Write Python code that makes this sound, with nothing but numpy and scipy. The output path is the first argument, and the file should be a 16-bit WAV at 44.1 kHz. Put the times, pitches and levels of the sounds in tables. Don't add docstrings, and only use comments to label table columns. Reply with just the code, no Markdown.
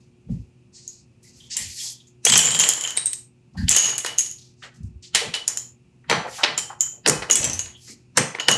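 import sys
import numpy as np
from scipy import signal
from scipy.fft import rfft, irfft
from scipy.io import wavfile
from scipy.ndimage import uniform_filter1d

SR = 44100
rng = np.random.default_rng(int(sys.argv[2]) if len(sys.argv) > 2 else 0)


def unload_wav(signal):
    wavfile.write(
        sys.argv[1],
        SR,
        np.round(np.clip(np.atleast_2d(signal).T, -1, 1) * 32767).astype(np.int16),
    )


def to_linear_factor(level_db):
    exponent = np.asarray(level_db, float) / 20
    return 10 ** exponent


N = 377937
T = np.arange(N) / SR
STRIKE_T = np.arange(SR // 14) / SR

# start_s, ring_db, ring_hz, wood_relative_db,
# crack_relative_db
BLOCK_CLICKS = [(.8784, -16, 6720, -77, -47), (1.5678, -8.5, 7230, -32.5, -7),
                (2.2508, -1, 6130, -27.5, -7.5), (2.2643, -3, 6700, -17, -19.5),
                (2.2837, -6, 7900, -25.5, -25.5), (2.298, -4, 8100, -24.5, -28.5),
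                (2.3206, -1.5, 7630, -21.5, -25.5), (2.327, -3, 7650, -20, -25.5),
                (2.336, -3.5, 7500, -18, -25), (2.3565, -0.5, 5830, -20, -24.5),
                (2.365, -4.5, 6020, -25, -28.5), (2.3757, -4, 8350, -28.5, -1.5),
                (2.3951, -4.5, 7030, -28.5, -24), (2.408, -8, 7000, -36.5, -20.5),
                (2.4563, -3.5, 7210, -26.5, -30.5), (2.5144, -8.5, 8350, -27, -18.5),
                (2.5467, -9.5, 7400, -13.5, -20), (2.59, -5, 7000, -28, -16),
                (2.5975, 1, 7040, -23.5, -17.5), (2.604, -1.5, 6450, -28, -17),
                (2.613, -11.5, 7100, -18.5, -11.5), (2.6364, -6.5, 7640, -16, -23.5),
                (2.6888, 0.5, 7260, -34, -14.5), (2.6973, -4, 6870, -46, -17),
                (2.709, -14.5, 7300, -32, -11), (2.7357, -12.5, 6900, -30.5, -11.5),
                (2.81, -12.5, 7000, -26, -13.5), (2.822, -17.5, 7100, -28, -15),
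                (2.838, -11, 7100, -20.5, -14), (2.875, -11.5, 6700, -22.5, -22.5),
                (2.9057, -15.5, 7000, -25, -14.5), (2.968, -16, 8630, -22, -17.5),
                (2.9736, 0, 8580, -34, -37), (3.0584, -2.5, 8480, -57, -22), (3.067, -7.5, 8500, -40, -27),
                (3.1313, -11.5, 8500, -45, -13), (3.135, -18, 8340, -41, -23.5),
                (3.692, -1, 7510, -45, -8), (3.712, -4, 6710, -36.5, -18.5), (3.8472, -10, 6700, -36, -24),
               (3.866, -12, 6670, -22, -24.5), (3.7639, 4, 6620, -40, -16), (3.7846, -2, 6780, -59.5, -32),
               (3.9555, -18, 6750, -34, -38), (3.98, -8.5, 6664, -27, -8.5),
               (4.0613, -15.5, 6790, -9.5, -6), (4.1806, -17.5, 6800, -35.5, -12),
               (4.1849, 1.5, 6630, -43.5, -16.5), (4.192, -6, 6800, -40, -20),
               (4.2078, -11, 6760, -37, -27.5), (4.3127, -17.5, 6850, -43, -20),
               (5.4795, -5, 7000, -56, -20), (5.509, -28, 7100, -42, -14), (5.573, -7, 7050, -54, -20),
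               (5.601, -27, 7400, -33, -37),
                (6.098, -17, 7216, 3.5, -30), (6.2971, -36, 6060, -30, -20), (6.5784, -5.5, 7230, -28, -24),
               (6.588, -10.5, 7130, -25, -18), (6.8074, 3, 7060, -57, -30), (7.3107, 5.5, 6760, -43.5, -25),
               (7.3291, -9.5, 5800, -30, -11), (7.3552, -1, 7660, -30.5, -11.5),
               (7.43, -13, 5950, -20, -22), (7.443, -5, 7500, -26.5, -20.5), (7.45, -8.5, 6065, -24.5, -22),
               (7.4984, -11, 6190, -30, -24), (7.5325, -12, 6080, -30, -12),
               (7.5926, -6.5, 6630, -30.5, -20.5), (8.3989, -15, 6740, -14, -37),
               (8.5136, -3, 6680, -17, -19)]
# start_s, full_flow_s, settling_s, level_db, ring_hz, size_spread_0_to_1
TUMBLES = [
    (2.27, .13, .02, -14, 7200, .25),
    (2.41, .2, 0.36, -18.5, 7130, .1),
    (3.7, .06, .02, -17, 7200, .3),
    (3.76, 0.11, 0.1, -16, 6690, .05),
    (7.315, .05, .27, -24.5, 6096, .05),
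    (7.355, .03, .15, -27, 7580, .05),
    (8.495, .05, 0.048, -23, 6720, .04),
]
# start_s, peak_db, low_knock_relative_db, treble_relative_db, ring_out_s
KNOCKS = [(3.681, -14.5, -29.5, -20, 0.074), (4.0464, -19, -10.5, -6, 0.028), (4.2609, -33, -23, 1, 0.046),
          (5.1479, 2, -24, -9, 0.021), (5.155, -6.5, -18, -10, 0.023), (5.3381, -17, -20, -13.5, 0.13),
          (5.4779, -24.5, -9, 10, 0.026), (5.572, -25, -15.5, 1, 0.011), (6.0975, -1, -14.5, -18.5, 0.017),
          (6.1121, -21, 6, -8, 0.029), (6.127, -14, -6, -20, .03), (6.433, -5.5, -17, -26.5, 0.041),
          (6.438, -8, -17.5, -33.5, 0.034), (6.4447, -12, -5.5, -39, 0.019), (6.576, -23, -14, 4.5, 0.057),
          (7.0614, -8, -9, -11.5, 0.033), (7.0753, -19, -2, 10, 0.02), (7.081, -19, -4, 9, .03),
          (7.096, -20, -4, 6, .03), (7.221, -25, -5.5, -18, 0.07), (7.299, -17.5, -9, -3, 0.025),
          (7.6585, -25, -14.5, -14, .015), (8.1709, -16, -3.5, 4.5, .06), (8.348, -36.5, 1, -10, 0.056),
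          (8.3858, -35, -1, -30, 0.033), (8.401, -16, -14, -17, 0.031), (8.4835, -5, -9.5, -7, 0.04)]
# start_s, peak_db, pitch_hz, t60_s
PINGS = [(1.57, -36, 4570, 0.03), (1.571, -26, 8960, 0.049), (5.345, -25, 2986, 0.048),
         (6.113, -21.5, 6010, .05), (6.113, -36.5, 10400, .03), (6.576, -30, 9400, .03),
         (6.576, -34, 10900, .03), (7.13, -23, 2526, .06), (7.095, -23, 2990, .05),
         (8.172, -12.5, 6250, 0.034), (8.172, -15, 8260, .03), (8.531, -17, 2950, 0.063),
         (2.27, -16.5, 3290, 0.042), (2.357, -13.5, 2530, .02), (2.6, -19.5, 3130, .05),
         (2.69, -19, 3170, 0.032), (2.63, -23.5, 3127, 0.035), (2.97, -25, 3840, 0.028),
         (3.066, -33, 3870, 0.032), (3.771, -25, 2985, 0.092), (3.861, -30, 2894, 0.085),
         (4.07, -32, 2880, 0.12), (2.32, -16, 3140, 0.066), (2.39, -11, 3058, 0.029),
         (6.808, -33.5, 3090, .025), (6.833, -33.5, 3090, 0.039), (7.299, -12, 2906, 0.036),
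         (8.398, -26, 2900, 0.069), (8.43, -34, 2900, .07), (8.172, -19, 4300, .015),
         (8.505, -17, 2930, .06), (2.335, -15, 3100, .03), (2.52, -21, 3150, .04), (2.85, -26, 3100, .04),
         (8.485, -7.5, 2920, 0.026)]
# pitch_hz, width_hz, level_db
CABINET = [(501, 8.6, 3.5), (1168, 31, -17.5), (1470, 350, -8.5)]
# pitch_hz, width_hz, level_db
PANEL_TREBLE = [(5900, 1200, 5), (7100, 800, 6), (8400, 1100, 4), (9900, 1200, -2)]
# start_s, level_db, centre_hz, length_s
TOUCHES = [(1.228, -60, 7100, 0.028), (1.55, -59.5, 820, 0.076), (1.83, -64, 870, 0.07),
           (1.6, -63, 600, .06), (5.03, -50, 4200, .05), (6.93, -57, 520, .06), (0.284, -56.5, 450, 0.075),
           (0.0029, -68, 5500, 0.063), (3.545, -54, 800, 0.075), (4, -50, 2800, .06),
           (4.622, -42.5, 1780, .05), (4.626, -43.5, 2830, 0.032), (4.627, -54, 640, 0.058),
           (5.21, -36, 520, 0.065), (6.04, -62.5, 1500, 0.058), (6.244, -33, 650, 0.048),
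           (6.277, -40, 1320, 0.02), (6.382, -35.5, 1100, 0.064), (6.697, -39.5, 970, 0.04),
           (6.815, -55, 1320, 0.07), (6.2, -58.5, 720, 0.069), (8.172, -28, 2000, 0.055),
           (3.535, -69, 5000, .03), (7.4, -39.5, 510, 0.13), (7.875, -57, 1500, 0.025),
           (7.88, -55.5, 260, 0.075), (7.289, -41, 320, 0.21), (8.172, -27, 435, 0.054),
           (7.065, -26.5, 400, 0.07), (4.74, -63, 6000, 0.054), (4.83, -64.5, 6500, 0.052),
           (4.38, -55, 5100, 0.11)]
# start_s, level_db, pitch_hz, length_s
SQUEAKS = [(1.24, -63, 2100, .05), (1.4, -55, 3350, .09), (1.57, -45, 2000, 0.059),
           (1.785, -48.5, 3400, 0.15), (2.0, -51, 3450, 0.017), (2.07, -60.5, 6900, 0.035),
           (3.571, -43, 1700, 0.063), (3.571, -45, 4500, 0.056), (7.73, -55.5, 3200, 0.074),
           (7.88, -57, 2200, 0.055)]
# start_s, swell_s, fade_s, peak_db, body_relative_db
PAPER = [(0.27, 0.044, 0.2, -60, -3), (1.22, 0.024, 0.17, -48.5, -20), (1.33, 0.063, 0.15, -49.5, -15),
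         (1.56, .006, 0.19, -28.5, -8), (1.66, 0.18, 0.1, -26.5, -17), (1.84, 0.074, 0.06, -33.5, -25),
         (2.06, 0.0095, 0.054, -57.5, -11), (3.566, .003, .14, -44, -2), (6.26, 0.11, 0.087, -32.5, -6.5),
         (7.76, 0.15, 0.047, -38, -16)]
# start_s, swell_s, fade_s, peak_db, body_relative_db
SLEEVE = [(0.72, 0.034, 0.27, -44, -20), (.86, 0.045, 0.15, -48.5, -30), (1.38, 0.094, 0.037, -55, -17),
          (1.495, 0.021, 0.1, -26.5, -11), (4.56, 0.098, 0.055, -48.5, -19),
          (5.02, 0.0073, 0.097, -41, -11.5)]
# full_load_s, level_db, deep_relative_db, t60_s
THUDS = [(0.317, -22, -5, 0.21), (.4, -44, 11, 0.18), (1.612, -44.5, -0.5, .3), (1.672, -65.5, 24, 0.13),
         (2.311, -28.5, -16, 0.79), (2.5, -38.5, -20.5, 0.87), (3.588, -26.5, -6, 0.47),
         (3.633, -25, -0.5, 0.22), (3.852, -46.5, -13.5, 0.59), (4.8, -42, -8, .3), (4.845, -42, 8, 0.3),
         (4.959, -58, 19, 0.15), (5.282, -34.5, -18, 0.13), (5.145, -47, -8.5, 0.32),
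         (6.118, -27, -28, 0.27), (6.178, -32.5, -19, 0.19), (6.495, -45.5, -22, 0.61),
         (7.091, -27.5, -19, 0.38), (7.19, -53.5, 11, 0.31), (7.404, -38.5, 0, 0.25), (7.48, -33, -5, 0.26),
         (7.538, -49.5, 9, 0.58), (8.193, -24, -37, 0.27), (8.498, -32.5, -30, 0.97),
         (8.56, -54.5, -5.5, .3)]
# pitch_hz, width_hz, level_db
DEEP = [(63, 13, -8), (83, 140, 4)]
# pitch_hz, width_hz, level_db
UPPER = [(136, 21, -7.5), (163.8, 39, 2), (219, 26, -8)]
# centre_hz, t60_s, level_db
ROOM = [(303.7, 0.61, -11), (1040, 0.51, -11), (2780, 0.45, -14.5), (7000, 0.32, -13), (11700, 0.34, -25)]
# pitch_hz, level_per_hz_db
AIR = [(25, -44.5), (45, -7.5), (130, 0), (250, -9), (520, -21.5), (1900, -36), (7000, -36.5),
       (9600, -40.5), (12500, -60)]
# pitch_hz, level_db
HUM = [(123.8, -60.5), (242.2, -67.5), (360.7, -66)]

LOWER_RING, UPPER_RING = .435, 1.68
TOP_HZ = 13300


def unit(x):
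    return x / np.sqrt(np.mean(x ** 2))


def band(x, lo_hz, hi_hz, order=2):
    edges_hz = [lo_hz, min(hi_hz, .45 * SR)]
    return signal.sosfilt(signal.butter(order, edges_hz, "bandpass", fs=SR, output="sos"), x)


def resonate(x, modes):
    return sum(to_linear_factor(db) * band(x, hz - width / 2, hz + width / 2, order=1) for hz, width, db in modes)


def walk(rate):
    k = int(SR / rate)
    steps = np.repeat(rng.standard_normal(N // k + 1), k)
    return 1.5 * uniform_filter1d(uniform_filter1d(steps, k), k)[:N]


def fall(t60, rise_s):
    return (1 - np.exp(-STRIKE_T / rise_s)) * np.exp(-np.log(1000) * STRIKE_T / t60)


def lay(times, shapes):
    at = (times * SR).astype(int) + np.arange(len(STRIKE_T))
    return np.bincount(at.ravel(), shapes.ravel(), N + len(STRIKE_T))[:N]


def grit(times, envelopes):
    noise = rng.standard_normal(N)
    ragged = np.sqrt(lay(times, envelopes ** 2)) * noise * to_linear_factor(3.9 * walk(400))
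    at = np.minimum((times[:, 0] * SR).astype(int), N - 1)
    strength = np.sqrt(np.sum(envelopes ** 2, axis=1))
    ticks = np.bincount(at, strength * np.sign(noise[at]), N)
    return np.array([ragged, ticks]) + 1e-12 * noise


def plywood(x):
    return to_linear_factor(4.5) * band(x, 330, 2400, order=3) + to_linear_factor(2.0) * resonate(x, CABINET)


def blocks(rows, ring_t60=0.0089, lower_t60=0.038, body_t60=0.032, crack_t60=0.018,
           body_db=6, lower_db=-10, edge_db=-1, upper_db=-19):
    s, db, hz, lower_rel, body_rel, crack_rel = (c[:, None] for c in np.transpose(rows))
    detune = rng.standard_normal((len(rows), 2))
    turn = 2 * np.pi * hz * STRIKE_T
    pair = np.sin(turn) + 0.27 * np.sin(turn * (1 + 0.057 * np.tanh(detune[:, :1])))
    ring = pair * fall(ring_t60, 0.00028)
    lower = np.sin(LOWER_RING * turn * (1 + 0.0086 * detune[:, 1:])) * fall(lower_t60, 0.00023)
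    upper = np.sin(UPPER_RING * turn) * fall(ring_t60, 0.00036) * (UPPER_RING * hz < TOP_HZ)
    tone = lay(s, to_linear_factor(db) * (ring + to_linear_factor(upper_db) * upper + to_linear_factor(lower_rel + lower_db) * lower))
    body = grit(s, to_linear_factor(db + body_rel + body_db) * fall(body_t60, 0.0015))
    crack = grit(s, to_linear_factor(db + crack_rel) * fall(crack_t60, 0.00059))
    edge = grit(s, to_linear_factor(db + lower_rel + edge_db) * fall(body_t60, 0.0014))
    rough = plywood(body) + band(edge, 1900, 5800, order=3)
    return tone + rough + to_linear_factor(10.0) * band(crack, 6100, 10600)


def landings(clicks):
    s, db, hz, wood_db, crack_db = np.transpose(clicks)
    lower_db = 6 + 0.61 * wood_db
    return np.transpose([s, db, hz, lower_db, wood_db, crack_db])


def clatter():
    scatter_db, settle_db, dulling = 3.2, 22.5, 0.6
    lower_db, knock_db, crack_db = -9.5, -18.5, -17.5
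    rows = []
    for start, flow, settling, db, hz, spread in TUMBLES:
        chance = rng.random((290, 3))
        chance = chance[.8 * chance[:, 0] < flow + settling]
        since = .8 * chance[:, 0]
        loss_db = settle_db * np.clip((since - flow) / settling, 0, 1)
        size_db = db - loss_db - 4.0 - scatter_db * np.log(1 - .97 * chance[:, 1])
        pitch_hz = hz * (1 + spread * (chance[:, 2] - .5))
        same = np.ones(len(since))
        rows.append(np.transpose([start + since, size_db, pitch_hz, lower_db * same,
                                  knock_db + dulling * loss_db, crack_db * same]))
    return np.vstack(rows)


def knocks():
    s, db, low_db, treble_db, t60 = (c[:, None] for c in np.transpose(KNOCKS))
    push = to_linear_factor(db) * fall(t60, 0.00039)
    mid = grit(s, push)
    low = grit(s, to_linear_factor(low_db) * push)
    treble = grit(s, to_linear_factor(treble_db) * push)
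    crack = grit(s, to_linear_factor(treble_db - 12) * push)
    hollow = to_linear_factor(8.5) * plywood(low) + to_linear_factor(0.5) * band(mid, 1900, 5000, order=3)
    bright = band(resonate(treble, PANEL_TREBLE), 4900, 10500)
    return hollow + bright + to_linear_factor(-6.5) * band(crack, 9000, 15000)


def pings():
    s, db, hz, t60 = (c[:, None] for c in np.transpose(PINGS))
    rings = np.sin(2 * np.pi * hz * STRIKE_T) * fall(t60, 0.00031)
    return lay(s, to_linear_factor(db) * rings) * to_linear_factor(4.4 * walk(150))


def touches(rows, spread):
    noise = rng.standard_normal(N) * to_linear_factor(2.5 * walk(120))
    out = np.zeros(N)
    for s, db, hz, length in rows:
        near = slice(int(s * SR), int(s * SR) + SR // 3)
        since = np.maximum(T[near] - s, 0)
        scuff = unit(band(noise[near], hz / spread, hz * spread))
        out[near] += to_linear_factor(db + 2.5) * scuff * (1 - np.exp(-since / 0.0015)) * np.exp(-(since / length) ** 2)
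    return out


def rub(start, swell, fade):
    near = slice(int(start * SR), int((start + swell + fade) * SR))
    t = T[near]
    from_peak = np.interp(t, [start, start + swell, start + swell + fade], [1, 0, 1])
    edges = np.clip(np.minimum(t - start, start + swell + fade - t) / .01, 0, 1)
    return near, edges * to_linear_factor(-22 * from_peak ** 1.64)


def rustle():
    main, body, sheen = (unit(band(rng.standard_normal(N), lo, hi, order=4)) * to_linear_factor(2.0 * walk(43))
                         for lo, hi in [(4200, 7900), (1805, 4000), (7800, 12000)])
    out = np.zeros(N)
    for strokes, sheen_db in [(PAPER, -8.5), (SLEEVE, -46)]:
        for start, swell, fade, db, body_db in strokes:
            near, stroke = rub(start, swell, fade)
            hiss = main[near] + to_linear_factor(body_db) * body[near] + to_linear_factor(sheen_db) * sheen[near]
            out[near] += stroke * to_linear_factor(db - 7) * hiss
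    return out


def thuds():
    deep = unit(band(resonate(rng.standard_normal(N), DEEP), 50, 110, order=3))
    upper = unit(band(resonate(rng.standard_normal(N), UPPER), 95, 265, order=4))
    deep_power = upper_power = 0
    for s, db, deep_db, t60 in THUDS:
        below_peak_db = np.maximum(597.5 * (s - T), 60 * (T - s) / t60)
        load = to_linear_factor(db - below_peak_db) ** 2
        deep_power = deep_power + load * to_linear_factor(deep_db + 3.0) ** 2
        upper_power = upper_power + load
    return np.sqrt(deep_power) * deep + np.sqrt(upper_power) * upper


def room(x):
    t = np.arange(SR // 2) / SR
    tail = 0
    for hz, t60, db in ROOM:
        grain = unit(band(rng.standard_normal(len(t)), hz / 2.0, hz * 1.39, order=1))
        tail = tail + to_linear_factor(db - 25.0) * np.sqrt(hz / 5000) * grain * np.exp(-np.log(1000) * t / t60)
    tail = tail * np.clip(t / 0.0041, 0, 1) * np.exp(-(t / 0.3) ** 4)
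    return signal.fftconvolve(x, tail)[:N]


def gate(x):
    threshold_db, lag_s = -44.5, 0.017
    keep = np.exp(-1 / (lag_s * SR))
    power = signal.lfilter([1 - keep], [1, -keep], x ** 2) + np.abs(uniform_filter1d(x ** 2, size=220))
    over = power / to_linear_factor(threshold_db) ** 2
    return x * np.sqrt(over / (1 + over))


def workshop():
    hz, db = np.transpose(AIR)
    f = np.maximum(np.fft.rfftfreq(N, 1 / SR), 1)
    whine_db = 12 * np.exp(-((f - 2550) / 400) ** 2)
    colour = to_linear_factor(np.interp(np.log(f), np.log(hz), db) + whine_db)
    air = unit(irfft(rfft(rng.standard_normal(N)) * colour, N))
    hum = sum(to_linear_factor(d + 2.5 + 2.0 * walk(10.0)) * np.sin(2 * np.pi * h * T) for h, d in HUM)
    return to_linear_factor(-58.5 + 1.0 * walk(2.5)) * air + hum


def scene():
    tumbling = blocks(clatter(), ring_t60=0.018, lower_t60=0.042, body_t60=0.022,
                      lower_db=-6.0, edge_db=5.5, upper_db=-26.5)
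    clicks = blocks(landings(BLOCK_CLICKS))
    direct, to_walls = clicks + knocks() + pings() + tumbling
    rubbing = rustle() + touches(TOUCHES, spread=1.356) + touches(SQUEAKS, spread=1.07)
    struck = gate(direct + room(to_walls))
    rubbed = rubbing + to_linear_factor(-10) * room(rubbing)
    return (struck + rubbed + thuds() + workshop())[None]


def roll_off(x):
    return signal.sosfilt(signal.butter(12, 15960, fs=SR, output="sos"), x)


def record(dry):
    before = STRIKE_T[::-1]
    ahead = to_linear_factor(-36.5) * rng.standard_normal(len(before)) * np.exp(-before / 0.0059)
    smear = signal.fftconvolve(band(dry, 410, 4300), ahead[None])[:, len(before) - 1:]
    soft = np.tanh(1.176 * (dry + smear)) / 1.044
    heard = band(band(soft, 53, 12000), 20, TOP_HZ, order=5)
    return roll_off(heard)


dry = scene()
out = record(dry)
unload_wav(out)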